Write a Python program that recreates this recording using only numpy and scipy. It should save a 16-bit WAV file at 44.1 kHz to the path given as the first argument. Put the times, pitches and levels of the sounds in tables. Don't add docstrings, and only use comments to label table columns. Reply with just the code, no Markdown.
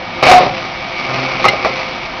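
import sys
import numpy as np
from scipy import signal
from scipy.fft import rfft, irfft
from scipy.io import wavfile
from scipy.ndimage import uniform_filter1d

SR = 44100
rng = np.random.default_rng(int(sys.argv[2]) if len(sys.argv) > 2 else 0)


def wrap_up_sound(samples):
    columns = np.atleast_2d(samples).T
    tamed = np.clip(columns, -1, 1)
    steps = np.round(tamed * 32767).astype(np.int16)
    wavfile.write(sys.argv[1], SR, steps)


N = 97020
T = np.arange(N) / SR

# pitch in Hz, level in dB, t60 in seconds.
DOOR_MODES = [(129, -21, .5), (258, -19, .45), (369, -17, .35), (529, -9, .35), (551, -12, .35),
              (637, -10, .2), (682, -12, .25), (732, -9, .3), (800, -7, .3), (905, -17, .25),
              (1045, -13, .2), (1083, -12, .22), (1152, -13, .18), (1236, -9, .24), (1354, -15, .22)]


def amp(db):
    return 10 ** (np.asarray(db) / 20)


def unit(x):
    return x / np.sqrt(np.mean(x ** 2) + 1e-20)


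def read(points, hz):
    f, value = np.transpose(points)
    return np.interp(np.log(hz + 1), np.log(f + 1), value)


def curve(points, axis=1):
    rows = np.array(points)
    return np.interp(T, rows[:, 0], rows[:, axis])


def during(points):
    is_open = (T > points[0][0]) & (T < points[-1][0])
    return uniform_filter1d(1. * is_open, size=200)


def add(mix, start_s, sound):
    part = mix[round(start_s * SR):][:len(sound)]
    part += sound[:len(part)]


def colour(x, points):
    hz = np.fft.rfftfreq(len(x), 1 / SR)
    return unit(irfft(rfft(x) * amp(read(points, hz)), len(x)))


def drift(rate_hz):
    hz = np.fft.rfftfreq(N, 1 / SR)
    return unit(irfft(rfft(rng.standard_normal(N)) / (1 + (hz / rate_hz) ** 4), N))


def resonate(x, hz, width_hz):
    pole = np.exp((-np.pi * abs(width_hz) + 2j * np.pi * hz) / SR)
    return unit(signal.lfilter([1], [1, -pole], x).real)


def patter(per_s, spread_db):
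    size = amp(spread_db * np.minimum(rng.exponential(1, N), 4))
    sign = rng.choice([-1, 1], N)
    return size * sign * (rng.random(N) < per_s / SR)


def ring(modes, t):
    sound = 0
    for hz, db, t60 in modes:
        sound = sound + amp(db - 60 * t / t60) * np.sin(2 * np.pi * (hz * t + rng.random()))
    return sound


def machine():
    # frequency in Hz, relative level in dB per Hz.
    rumble_colour = [(20, -15.5), (50, -7.5), (80, -12.5), (130, -5.5), (200, -6.5), (450, -19), (700, -3),
                     (1200, -10), (1600, -13), (2300, -11), (3200, -14.5), (5200, -22.5), (7000, -30)]
    # time in seconds, level in dB.
    whine_level = [(0, -38), (.15, -32), (.6, -37), (.8, -34), (1.0, -26), (1.12, -29), (1.5, -29),
                   (1.9, -31), (2.2, -36)]
    # pitch in Hz, relative level in dB, rms pitch wander in Hz.
    whine_lines = [(2276, 0, .6), (2142, -7, .6), (2408, -14, 3)]
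    rumble = amp(-26 + .5 * drift(4)) * colour(rng.standard_normal(N), rumble_colour)
    whine = 0
    for hz, db, wander_hz in whine_lines:
        level = amp(db + 1.1 * drift(7))
        turns = np.cumsum(hz + wander_hz * drift(27)) / SR
        whine = whine + level * np.sin(2 * np.pi * turns)
    return rumble + np.sqrt(2) * amp(curve(whine_level)) * whine


def nuts():
    # frequency in Hz, relative level in dB per Hz.
    strike_colour = [(100, -27), (450, -1), (700, -8.5), (1200, 5.5), (1550, -7), (2300, 7.5), (3200, -4),
                     (4500, -4), (7000, -13.5)]
    # time in seconds, level in dB.
    tumble_level = [(0, -69), (.2, -31.5), (.45, -24.5), (.62, -28), (.82, -30), (1.0, -25.5), (1.2, -22.5),
                    (1.42, -23), (1.6, -24.5), (1.75, -23), (1.95, -27), (2.2, -31.5)]
    # pitch in Hz, width in Hz, level in dB.
    drum_modes = [(268, 75, -40.5), (352.7, 14, -38.5), (521.7, 8.6, -35.5), (667, 46, -35.5),
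                  (754, 12, -43.5), (921, 8.3, -45.5), (1218, 20, -38.5)]
    nuts_per_s, spread_db, waver_db = 1300, 2.5, 0.72
    clicks = patter(nuts_per_s, spread_db) * amp(waver_db * drift(40))
    drum = sum(amp(db) * resonate(clicks, hz, width_hz) for hz, width_hz, db in drum_modes)
    return amp(curve(tumble_level)) * colour(clicks, strike_colour) + drum


def rubbed(slips_per_s):
    slips = patter(slips_per_s, 3.8)
    return unit(sum(amp(db) * resonate(slips, hz, 5 / t60) for hz, db, t60 in DOOR_MODES))


def opening():
    # time in seconds, pitch in Hz, level in dB.
    groan_path = [(.268, 718, -18), (.295, 728, -2), (.328, 740, 1), (.36, 732, -1), (.394, 725, -3),
                  (.404, 728, -15), (.44, 731, -20), (.56, 725, -33)]
    # time in seconds, level in dB.
    rasp_level = [(.228, -12.5), (.245, -14), (.28, -9), (.32, -9), (.36, -16), (.41, -18.5), (.47, -26)]
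    # frequency in Hz, relative level in dB per Hz.
    rasp_colour = [(100, -23), (550, -9), (900, 3), (1600, -3.5), (2300, 0.5), (2850, -2), (3300, -7.5),
                   (4100, -4.5), (5400, -12), (7000, -26)]
    turns = np.cumsum(curve(groan_path) * (1 + 0.018 * drift(66))) / SR
    tone = amp(2.7 * drift(70)) * np.sin(2 * np.pi * turns)
    body = amp(-11) * rubbed(1500)
    groan = during(groan_path) * amp(curve(groan_path, axis=2)) * (tone + body)
    rasp = during(rasp_level) * amp(curve(rasp_level)) * colour(patter(1800, 2.46), rasp_colour)
    return groan + rasp


def closing():
    # time in seconds, level in dB.
    scrape_level = [(.98, -70), (1.09, -21.5), (1.24, -24), (1.33, -24), (1.43, -27), (1.6, -27),
                    (1.8, -50)]
    # time in seconds, fundamental in Hz, level in dB.
    judder_path = [(1.0, 127.3, -49), (1.11, 129.3, -29.5), (1.24, 130.8, -24.5), (1.315, 134, -36.5),
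                   (1.385, 132, -30), (1.44, 129.4, -56), (1.53, 134.9, -40), (1.8, 132.5, -41)]
    partials_db = [0.5, -1, -6, -25]
    turns = np.cumsum(curve(judder_path) * (1 + .012 * drift(30))) / SR
    drone = 0
    for k, db in enumerate(partials_db, 1):
        drone = drone + amp(db + 1.5 * drift(25)) * np.sin(2 * np.pi * k * turns)
    scrape = during(scrape_level) * amp(curve(scrape_level)) * rubbed(900)
    return scrape + during(judder_path) * amp(curve(judder_path, axis=2)) * drone


def latch_click():
    # pitch in Hz, level in dB, t60 in seconds.
    latch_modes = [(2080, 0, .05), (2261, -12, .05), (2826, -5, .045), (3074, -14, .05), (4130, -10, .04),
                   (5400, -15, .025)]
    # frequency in Hz, relative level in dB per Hz.
    crack_colour = [(300, -11), (1500, 0), (2300, -10), (4200, 1), (7000, -8)]
    crack_db, crack_t60 = -8.5, 0.069
    t = T[:SR // 2]
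    fade = amp(-60 * t / crack_t60)
    crack = amp(crack_db) * fade * colour(rng.standard_normal(len(t)), crack_colour)
    return ring(latch_modes, t) + crack


def blow(db, tilt_db, spot_hz, knock_db, ring_db):
    # frequency in Hz, relative level in dB per Hz before tilt.
    steel_colour = [(30, -32.5), (130, -7), (300, -9.5), (600, 0), (1200, -4), (1600, -11.5), (2300, 1.5),
                    (3200, -13.5), (5000, -16), (7000, -22.5)]
    # frequency in Hz, t60 in seconds.
    clang_t60 = [(100, 0.67), (300, 0.5), (600, 0.34), (1500, 0.21), (3000, .13), (6000, 0.24)]
    # ratio to its pitch, relative level in dB, t60 in seconds.
    knock_modes = [(1, -1, 0.075), (.69, -10.5, .06), (0.76, -16.5, 0.04), (1.7, -7.5, 0.026)]
    tilt_from_hz, attack_s = 350, .0005
    crack_t60, crack_db, clang_db = 0.029, -3, -6.5
    t = np.arange(32768) / SR

    tilted = []
    for hz, level in steel_colour:
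        octaves = np.log2(max(hz, tilt_from_hz) / tilt_from_hz)
        tilted.append((hz, level + tilt_db * octaves))
    crack, clang = (colour(noise, tilted) for noise in rng.standard_normal((2, len(t))))
    crack = crack * amp(-60 * t / crack_t60)

    band_hz, frame_s, bands = signal.stft(clang, SR, nperseg=256)
    band_fade = amp(-60 * frame_s / read(clang_t60, band_hz)[:, None])
    clang = signal.istft(bands * band_fade, SR)[1][:len(t)]

    spot_modes = [(spot_hz * ratio, level, t60) for ratio, level, t60 in knock_modes]
    knock = amp(knock_db) * ring(spot_modes, t)
    whole_door = amp(ring_db) * ring(DOOR_MODES, t)
    sound = amp(crack_db) * crack + knock + amp(clang_db) * clang + whole_door
    return amp(db) * np.minimum(t / attack_s, 1) * sound


def door():
    # start in seconds, level in dB, tilt in dB per octave,
    # pitch of the struck spot in Hz, its knock in dB, ring of the whole door in dB.
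    blow_list = [(0.227, -6, -1.5, 630, 4.5, 0), (0.2336, -5, 3, 500, -7, -11),
                 (.266, -1.5, -0.5, 640, 2, -12.5), (0.3129, 4, 0.5, 552, -2, -6.5),
                 (.322, -9, 0, 640, 0, -7), (.352, -7.5, -.5, 545, -3, -3),
                 (.405, -14.5, -2.5, 543, 8.5, 2.5), (.432, -12.5, -8, 533, 6.5, -0.5),
                 (.466, -17.5, -10, 570, 9, 0), (1.443, -4, -0.3, 1122, 3.5, -8),
                 (1.4523, -6.5, 1.5, 1258, 8, -1), (1.533, -19.5, -6.5, 624, 11, -2.5),
                 (1.648, -10, 1.6, 1157, 5.5, -3), (1.655, -18.5, -2, 650, 12, -10),
                 (1.663, -13, -1, 687, 4, -3)]
    # start in seconds, level in dB.
    latch_hits = [(1.4824, -4.5), (1.487, -3)]
    out = np.zeros(N)
    for start_s, *row in blow_list:
        add(out, start_s, blow(*row))
    for start_s, db in latch_hits:
        add(out, start_s, amp(db) * latch_click())
    return out


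def scene():
    return (machine() + nuts() + opening() + closing() + door())[None]


def record(dry):
    mic_edge_hz, ceiling, rounding, band_limit_hz = 5984, 0.95, 0.34, 15400
    hz = np.fft.rfftfreq(2 * N, 1 / SR)
    mic = 1 / (1 + (hz / mic_edge_hz) ** 24) / (1 + (hz / 6800) ** 60)
    narrow = irfft(rfft(dry, 2 * N) * mic)[:, :N]
    clipped = np.clip(narrow, -ceiling, ceiling)
    below = irfft(rfft(clipped, 2 * N) / (1 + (hz / 6800) ** 40))[:, :N]
    spray = clipped - below
    softened = clipped - rounding * spray
    low_pass = signal.firwin(511, band_limit_hz, window=("kaiser", 9), fs=SR)
    return signal.oaconvolve(softened, low_pass[None], "same")


dry = scene()
out = record(dry)
wrap_up_sound(out)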